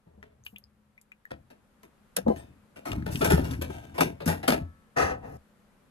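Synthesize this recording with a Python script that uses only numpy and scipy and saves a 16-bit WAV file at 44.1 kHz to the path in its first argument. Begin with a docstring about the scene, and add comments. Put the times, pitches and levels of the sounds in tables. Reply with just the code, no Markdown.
"""In a camper van, over a faint drone, a plastic water jug is handled close to the microphone.
The cap ticks, tiny bubbles plip at the neck, and the cap snaps off. The thin wall crumples and pops
as it buckles; the water sloshes and glugs as pockets of air resonate in it. A small metal pot rings
in its free modes. At the end, friction drives the jug as it scrapes across the counter."""
import sys
import numpy as np
from scipy import signal
from scipy.fft import rfft, irfft
from scipy.io import wavfile

SR = 44100
rng = np.random.default_rng(int(sys.argv[2]) if len(sys.argv) > 2 else 0)


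def output_pcm(signal):
    """Save a mono or channel-first signal as 16-bit PCM at the path in sys.argv[1].

    Samples are clipped to [-1, 1] before scaling.
    """
    pcm = np.clip(np.atleast_2d(signal).T, -1, 1) * 32767
    wavfile.write(sys.argv[1], SR, np.round(pcm).astype(np.int16))


N = 260198
TAPS = 8192  # transform length for the jug's responses


def gain_of(db):
    """Amplitude ratio of a level in decibels."""
    return 10 ** (np.asarray(db) / 20)


def unit_rms(x):
    """Normalisation to unit mean power."""
    return x / np.sqrt(np.mean(x ** 2) + 1e-20)


def curve_at(points, hz, column=1):
    """Interpolation of one table column on a logarithmic frequency axis."""
    points = np.array(points)
    return np.interp(np.log(hz + 1), np.log(points[:, 0] + 1), points[:, column])


def add(mix, start_s, sound):
    """Superposition of a sound on the mix from start_s on."""
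    part = mix[..., max(round(start_s * SR), 0):][..., :sound.shape[-1]]
    part += sound[..., :part.shape[-1]]


def ring(modes, t):
    """Free vibration: a sum of exponentially damped sinusoids."""
    return sum(gain_of(db - 60 * t / t60) * np.sin(2 * np.pi * hz * t) for hz, db, t60 in modes)


def cabin_air(air_db=-60, hum_hz=212, hum_width_hz=3, hum_db=-71, diffuse_hz=900):
    """Diffuse noise, coherent between the ports only in the bass, with a narrow-band drone."""
    spectrum = [(15, -41), (25, -10), (119, -15), (216, -8.5), (311, -21), (581, -18.5), (628, -23.5),
                (1340, -24), (2080, -30.5), (5580, -42), (12500, -40.5), (16200, -84), (22000, -120)]  # colour of the quiet air: frequency_hz, level_db
    drift = [(0, -9), (1.15, -9), (1.6, -5), (2.101, -2.5)]  # its slow rise: time_s, gain_db
    hz = np.fft.rfftfreq(N, 1 / SR)
    shared, apart, hum = rfft(rng.standard_normal((3, N)))
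    apart = apart * np.sqrt(hz / (hz + diffuse_hz))
    air = unit_rms(irfft(np.array([shared + apart, shared - apart]) * gain_of(curve_at(spectrum, hz)), N))
    hum = unit_rms(irfft(hum / (1 + ((hz - hum_hz) / hum_width_hz) ** 2), N))
    level_db = air_db + np.interp(np.arange(N) / SR, *np.transpose(drift))
    return (gain_of(level_db) * air + gain_of(hum_db) * hum) * gain_of([[0], [-2]])


def cabin_reflections(x, t60):
    """Reverberation of a small padded room: sparse reflections, quickly absorbed."""
    t = np.arange(SR // 4) / SR
    echoes = rng.standard_normal((2, len(t))) * (rng.random((2, len(t))) < .08)
    echoes = echoes * (t > .002) * gain_of(-60 * t / t60)
    return signal.fftconvolve(x[None], echoes / np.linalg.norm(echoes[0]), axes=1)[:, :N]


def microphone_ports(paths):
    """Partial coherence: two ports hear much the same sound, with phase and level set by frequency."""
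    # left port against right: frequency_hz, coherence, lead_rad, difference_db
    ports = [(90, .97, .2, 2.3), (280, .9, .6, 2.3), (500, .8, 2.6, 5.5), (760, .72, 2.7, 3.8),
             (1150, .7, 1.1, 2.2), (1600, .66, 2.6, 2), (2800, .66, 3.5, 1.3), (3500, .6, 5.7, 3.5),
             (5500, .55, 9.2, 5), (7000, .55, 13, 3), (9500, .88, 15.7, 0), (12700, .92, 12.8, 0)]
    hz = np.fft.rfftfreq(N, 1 / SR)
    direct, other = rfft(paths)
    coherence, lead, difference_db = (curve_at(ports, hz, column) for column in (1, 2, 3))
    tilt = gain_of(difference_db)
    right = (coherence * direct + np.sqrt(1 - coherence ** 2) * other) * np.exp(-1j * lead)
    return irfft(np.array([direct * tilt, right]) * np.sqrt(2 / (1 + tilt ** 2)), N)


def metal(pot_s=4.481, pot_db=-46.5, tinkle_s=2.378, tinkle_swell_s=0.0096):
    """Inharmonic modes in free decay: the jolted pot rings, and something small tinkles once."""
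    pot_modes = [(1120, -6, 0.74), (1310, -4, 1), (1720, -5, 1.0)]  # the pot: pitch_hz, level_db, t60_s
    tinkle_modes = [(2570, -66, 0.99), (3580, -59.5, 0.35), (5000, -63, 0.29), (8280, -43, 0.13)]  # the thin tinkle: pitch_hz, level_db, t60_s
    out, t = np.zeros(N), np.arange(SR) / SR
    add(out, pot_s, gain_of(pot_db) * ring(pot_modes, t))
    add(out, tinkle_s, ring(tinkle_modes, t) * (1 - np.exp(-t / tinkle_swell_s)))
    return out


def jug_bands(support_db=0, rings=()):
    """Minimum-phase impulse responses of the jug in five bands: slosh, hollow, wall, rattle, crackle."""
    resonances = [(74, 10, 9), (166, 13, 2.5), (260.3, 5.2, 6.5), (438.7, 14.77, 2.5), (555, 115, -0.5),
                  (671, 9.4, 6.5), (865, 12, 2.5), (1127, 200, -7), (1301, 23, 7), (1594, 56, 5.5),
                  (1817, 97, 4), (2660, 714, 5), (3680, 49, 7)]  # modes of the filled jug: centre_hz, width_hz, boost_db
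    plastic = [(20, -35), (60, -7), (150, -0.5), (380, -2), (600, 0), (1000, -6.5), (2000, -13.5),
               (4000, -23), (5500, -25), (7500, -32.5), (9000, -22.5), (11500, -26), (13300, -35),
               (16000, -55)]  # broad colour of the plastic: frequency_hz, level_db
    crossovers = [135, 300, 930, 5000]  # borders between the bands: edge_hz
    hz = np.fft.rfftfreq(TAPS, 1 / SR)
    resonances_db = sum(db / (1 + (2 * (hz - f) / width) ** 2) for f, width, db in [*resonances, *rings])
    colour = gain_of(curve_at(plastic, hz) + resonances_db + support_db)
    lowpasses = [0 * hz] + [1 / (1 + (hz / edge) ** 16) for edge in crossovers] + [1 + 0 * hz]
    log_gain = np.log(colour * np.sqrt(abs(np.diff(lowpasses, axis=0))) + 1e-5)
    mirrored = np.hstack([log_gain, log_gain[:, -2:0:-1]])
    return np.fft.ifft(np.exp(np.conj(signal.hilbert(mirrored)))).real[:, :TAPS // 2]


def shake(envelopes, bands, grains_per_s=900, spread_db=3, wash=1.0, dent_db=4.914, knots=260):
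    """Forced vibration: tiny slips and buckles drive the jug, which radiates along two independent paths."""
    size = envelopes.shape[1]
    onsets = rng.random(size) < grains_per_s / SR
    grains = onsets * gain_of(spread_db * np.minimum(rng.exponential(1, size), 4))
    drive = unit_rms(grains * rng.standard_normal((2, size))) + wash * rng.standard_normal((2, size))
    # every new dent in the wall has its own narrow resonances
    knot_db = dent_db * rng.standard_normal(knots + 1)
    ripple_db = np.interp(np.linspace(0, knots, size // 2 + 1), np.arange(knots + 1), knot_db)
    drive = irfft(rfft(drive) * gain_of(ripple_db), size)
    out = 0
    for envelope, band in zip(envelopes, bands):
        sound = signal.fftconvolve(drive * envelope, band[None], axes=1)
        norm = np.linalg.norm(sound, axis=1, keepdims=True) + 1e-12
        out = out + sound * np.linalg.norm(envelope) / norm
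    return out


def rub(bands, start_s=5.22, stop_s=5.372, final_db=-66):
    """Light friction at the end of the slide: a hiss that grows in power until it stops dead."""
    out = np.zeros((2, N))
    swell = np.sqrt(np.linspace(0, 1, round((stop_s - start_s) * SR)))
    add(out, start_s, shake(gain_of(final_db) * swell[None], bands[-1:]))
    return out


def scrape():
    """Stick-slip friction under the sliding jug: the harder it rubs, the brighter the sound."""
    rubbing = [(4.952, -92), (4.966, -32), (4.981, -28.5), (5.03, -28.5), (5.055, -33), (5.118, -38),
               (5.208, -63), (5.248, -50.5), (5.362, -59), (5.378, -81)]  # how hard the jug rubs: time_s, level_db
    response = [(-43, 0.2), (-39, 0.5), (-24, .8), (-26, 1.17), (-39.5, 1.5)]  # each band's response to rubbing: top_db, slope_db_per_db
    counter = [(70, 3), (140, 3), (250, -7.5), (420, 9.5), (700, 5.5), (1300, 10), (2100, 6), (3000, 0.5),
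               (6500, -8.5), (12800, -20)]  # the counter damps the hollow, lifts the wall: frequency_hz, gain_db
    rings = [(415, 160, -2), (1133, 30, 11)]  # resonances the rubbing brings out: centre_hz, width_hz, boost_db
    out = np.zeros((2, N))
    times, db = np.transpose(rubbing)
    top_db, slope = np.transpose(response)[:, :, None]
    easing_db = np.interp(np.arange(times[0], times[-1], 1 / SR), times, db - db.max())
    bands = jug_bands(curve_at(counter, np.fft.rfftfreq(TAPS, 1 / SR)), rings)
    add(out, times[0], shake(gain_of(top_db + slope * easing_db), bands, grains_per_s=5000, spread_db=1.5))
    return out


def slosh(bands, rumble_gain_db=1.0, hollow_db=-4):
    """Random forcing by the moving water excites the two lowest bands of the jug."""
    surges = [(2.22, -53), (2.283, -43.5), (2.59, -64), (2.662, -76), (2.84, -75.5), (2.899, -40.5),
              (2.994, -34.5), (3.052, -40.5), (3.274, -37.5), (3.346, -24.5), (3.404, -38.5),
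              (3.472, -33.5), (3.899, -56), (3.95, -45)]  # water in the tipped jug: time_s, level_db
    out = np.zeros((2, N))
    times, db = np.transpose(surges)
    rumble_db = rumble_gain_db + np.interp(np.arange(times[0], times[-1], 1 / SR), times, db)
    envelopes = gain_of([rumble_db, rumble_db + hollow_db])
    add(out, times[0], shake(envelopes, bands[:2], grains_per_s=190, spread_db=-1.5, wash=0.7))
    return out


def plips(life_cycles=23.3, swell_s=.0007, tick_db=-17, tick_t60=.009):
    """Bubble resonance: each tiny bubble opens with a tick, chirps upward and is gone."""
    bubbles = [(0.438, -43, 6390, 0.025), (.465, -27, 2494, 0.32), (0.56, -32.5, 2230, 0.69),
               (.639, -39, 4830, .07), (0.978, -42, 2000, 0.36), (1.118, -37, 2190, 0.37),
               (1.253, -33, 1780, .08)]  # bubbles at the neck: start_s, level_db, pitch_hz, rise_octaves
    out, t = np.zeros(N), np.arange(SR // 16) / SR
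    for start_s, db, hz, octaves in bubbles:
        age = t * hz / life_cycles
        glide_hz = hz * 2 ** (octaves * np.minimum(2 * age, 1))
        chirp = np.sin(2 * np.pi * np.cumsum(glide_hz) / SR) * gain_of(-60 * np.minimum(age, 2) ** 2)
        tick = rng.standard_normal(len(t)) * gain_of(tick_db - 60 * t / tick_t60)
        add(out, start_s, gain_of(db) * (chirp + tick) * (1 - np.exp(-t / swell_s)))
    return out


def gulps(swell_s=0.0013):
    """Mass-spring resonance: each air pocket is a spring loaded by the water, and rings at a low pitch."""
    pockets = [(2.931, -27, 80.5, 0.38), (2.981, -15, 195, 0.03), (3.148, -25.5, 157, .08),
               (3.311, -24, 83.8, 1), (3.334, -10, 160, 0.117), (4.273, -17.5, 165.2, .17),
               (4.281, -25.5, 88.8, 0.39), (4.614, -25.5, 165, 0.08), (4.628, -28.5, 85.7, 0.24),
               (5.04, -28, 83, 0.22), (5.115, -34, 76.5, 0.35)]  # air bobbing in the water: start_s, level_db, pitch_hz, t60_s
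    out, t = np.zeros(N), np.arange(SR) / SR
    for start_s, db, hz, t60 in pockets:
        add(out, start_s, ring([(hz, db, t60)], t) * (1 - np.exp(-t / swell_s)))
    return out


def snaps(events, swell_s=0.00023, relative_width=0.21, sheen_db=-15, cutoff_hz=13000):
    """Heavily damped transients: noise bursts in one broad resonance, over a faint wide-band sheen."""
    out, t = np.zeros(N), np.arange(SR // 10) / SR
    hz = np.fft.rfftfreq(len(t), 1 / SR)
    for start_s, db, pitch, t60 in events:
        resonance = 1 / (1 + ((hz / pitch - 1) / relative_width) ** 2)
        sheen = gain_of(sheen_db) * hz * pitch / (hz ** 2 + pitch ** 2)
        colour = (resonance + sheen) / (1 + (hz / cutoff_hz) ** 16)
        burst = unit_rms(irfft(rfft(rng.standard_normal(len(t))) * colour, len(t)))
        add(out, start_s, burst * gain_of(db - 60 * t / t60) * (1 - np.exp(-t / swell_s)))
    return out


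def clicks():
    """Impulsive excitation of the cap and the thin plastic gives dry ticks."""
    ticks = [(.228, -36, 1560, 0.013), (.449, -54, 12700, 0.23), (0.464, -30.5, 2630, .014),
             (0.584, -38.5, 12100, 0.0057), (1.013, -49.5, 10100, 0.028), (1.118, -43.5, 1650, 0.011),
             (2.281, -32, 1330, 0.027), (2.917, -21.5, 2800, 0.018), (3.024, -38, 1660, 0.011),
             (3.157, -19.5, 2970, 0.011), (3.247, -22, 2460, 0.034), (3.304, -35, 3460, 0.016),
             (3.315, -34, 1780, 0.014), (3.51, -38.5, 3250, 0.025), (3.534, -35.5, 1920, 0.065),
             (3.622, -29, 10500, 0.019), (3.62, -37.5, 3500, 0.046), (4.007, -15, 1430, 0.033),
             (4.481, -15, 2800, 0.0072), (4.521, -28, 3500, 0.02)]  # ticks of the plastic: start_s, level_db, pitch_hz, t60_s
    return snaps(ticks)


def cap_snap():
    """Scattering: the snap of the cap coming off reaches each port as a different waveform."""
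    release = [(2.1658, -15.5, 11120, 0.017), (2.1658, -32.5, 3700, 0.059)]  # a bright tick and the ring of the rim: start_s, level_db, pitch_hz, t60_s
    return np.array([snaps(release), snaps(release)])


def knocks(swell_s=0.00091, t60_cycles=28, upper_ratio=1.45, upper_db=-8):
    """Constant-Q damping: both modes of a stiff patch of wall die in the same number of cycles."""
    patches = [(2.184, -18.5, 503), (3.308, -24.5, 640), (3.322, -12.5, 410), (3.378, -18, 578),
               (3.425, -26.5, 372), (3.613, -28.5, 352), (3.698, -27, 376), (3.703, -29, 863),
               (4.018, -11, 784), (4.438, -27, 665), (4.543, -23.5, 401)]  # patches of wall giving way: start_s, level_db, pitch_hz
    out, t = np.zeros(N), np.arange(SR // 6) / SR
    for start_s, db, hz in patches:
        upper_hz = hz * upper_ratio
        modes = [(hz, db, t60_cycles / hz), (upper_hz, db + upper_db, t60_cycles / upper_hz)]
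        add(out, start_s, ring(modes, t) * (1 - np.exp(-t / swell_s)))
    return out


def pops(bands, swell_s=0.00198, sag=0.065, sag_s=0.049, buckle_db=-6):
    """Snap-through buckling: the wall gives a brief noise and rings, its pitch sagging as it relaxes."""
    dents = [(.068, -45, 173, 0.11, -13.5), (.175, -45, 208, 0.16, -10.5),
             (0.528, -43.5, 208.6, 0.19, -11.5), (2.173, -32, 200.5, .17, -14),
             (2.264, -15.5, 228, 0.091, 1), (2.282, -7, 236, 0.054, -7.5), (2.299, -19, 215, 0.12, 5.5),
             (3.064, -24, 186, 0.16, -16), (3.208, -14.5, 276, 0.04, -30), (3.308, -18, 286, 0.132, -5),
             (3.392, -12.5, 270, .05, -10), (4.008, -12.5, 268, 0.11, -9.5),
             (4.263, -13.5, 241, 0.084, -19), (4.482, -11, 261, 0.13, -10), (4.523, -17, 255, 0.13, -5)]  # pops of the wall: start_s, level_db, pitch_hz, decay_s, overtone_db
    modes = [(1, -1, 0.92), (2.3, 1, 0.59), (3.62, -10.5, 1)]  # modes of a dent: pitch_ratio, gain_db, decay_ratio
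    out, t = np.zeros((2, N)), np.arange(SR // 3) / SR
    swell = 1 - np.exp(-t / swell_s)
    slowed_t = np.cumsum(1 - sag * (1 - np.exp(-t / sag_s))) / SR
    for start_s, db, pitch, decay_s, overtone_db in dents:
        for k, (ratio, mode_db, decay_ratio) in enumerate(modes):
            level_db = db + mode_db + overtone_db * (k > 0) - 60 * t / (decay_s * decay_ratio)
            add(out[0], start_s, swell * gain_of(level_db) * np.sin(2 * np.pi * pitch * ratio * slowed_t))
        buckle = swell * gain_of(db + overtone_db + buckle_db - 60 * t / decay_s)
        add(out, start_s, shake(buckle[None], bands[2:3], grains_per_s=2300, spread_db=7.5, wash=0.48))
    return out


def jolts(bands, rise_share=0.023):
    """Inertia and damping: after a jolt the heavy water peaks later and lasts longer than the crackle."""
    flexes = [(.052, .67, -49.5, -20), (.226, 0.23, -50.5, -7), (1.305, .11, -33, -6),
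              (1.501, .13, -51.5, -2), (1.83, 0.088, -54, 1), (2.163, 0.079, -34, 3),
              (2.274, 0.27, -46.5, -2), (2.357, 0.23, -47.5, -0.5), (2.757, 0.18, -45.5, -2),
              (2.851, 0.3, -34, -1.5), (3.058, 0.25, -35, -2.5), (3.102, 0.86, -57, 7),
              (3.207, 0.34, -23, -3), (3.243, 0.12, -29, 3), (3.298, 0.22, -23.5, 0),
              (3.375, 0.13, -22, -18), (3.438, 0.32, -41, 0), (3.507, 0.16, -50, 4),
              (3.612, 0.17, -35.5, -0.5), (3.692, 0.58, -44, -1.5), (3.94, 0.48, -42.5, -2),
              (3.979, .15, -24, -3.5), (4.005, 0.13, -22, 0.5), (4.201, 0.19, -33, -6),
              (4.257, 0.11, -40, 4.5), (4.275, 0.18, -26.5, 0.5), (4.429, .13, -30.5, -4),
              (4.477, 0.11, -19.5, .5), (4.517, .135, -22, -2.5)]  # jolts that flex the jug: start_s, decay_s, level_db, brightness_db
    # each band's response, slosh to crackle: gain_db, brightness_share, decay_ratio, extra_rise_s
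    response = [(-19.5, -0.5, 5.3, 0.0046), (-7, 1, 2.35, 0.0031), (1, 0.72, 1.64, 0.003),
                (-1.5, 1.42, 1.413, 0.0005), (-7, 3, 1.27, .0001)]
    band_db, share, decay_ratio, extra_rise_s = np.transpose(response)[:, :, None]
    out = np.zeros((2, N))
    for start_s, decay_s, db, bright_db in flexes:
        t = np.arange(int(min(1.5 * decay_s + .03, .9) * SR)) / SR
        rise_s = rise_share * decay_s + extra_rise_s + 1e-4
        fall_db = 60 * np.maximum(t - rise_s, 0) / (decay_s * decay_ratio)
        envelopes = np.minimum(t / rise_s, 1) * gain_of(db + band_db + share * bright_db - fall_db)
        add(out, start_s, shake(envelopes, bands))
    return out


def scene():
    """Superposition of jug, water, cap, pot and cabin at the microphone."""
    bands = jug_bands()
    small_sounds = clicks() + plips()
    paths = jolts(bands) + pops(bands) + slosh(bands) + scrape() + rub(bands)
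    paths += gain_of(-8) * cabin_reflections(small_sounds, t60=.07)
    paths[0] += small_sounds + knocks() + gulps() + metal()  # the direct path
    return microphone_ports(paths) + cap_snap() + cabin_air()


def record(dry):
    """Band limiting: a linear-phase low-pass removes the highest treble."""
    cutoff_hz = 16200
    lowpass = signal.firwin(255, cutoff_hz, window=("kaiser", 9), fs=SR)
    return signal.oaconvolve(dry, lowpass[None], "same")


dry = scene()
out = record(dry)
output_pcm(out)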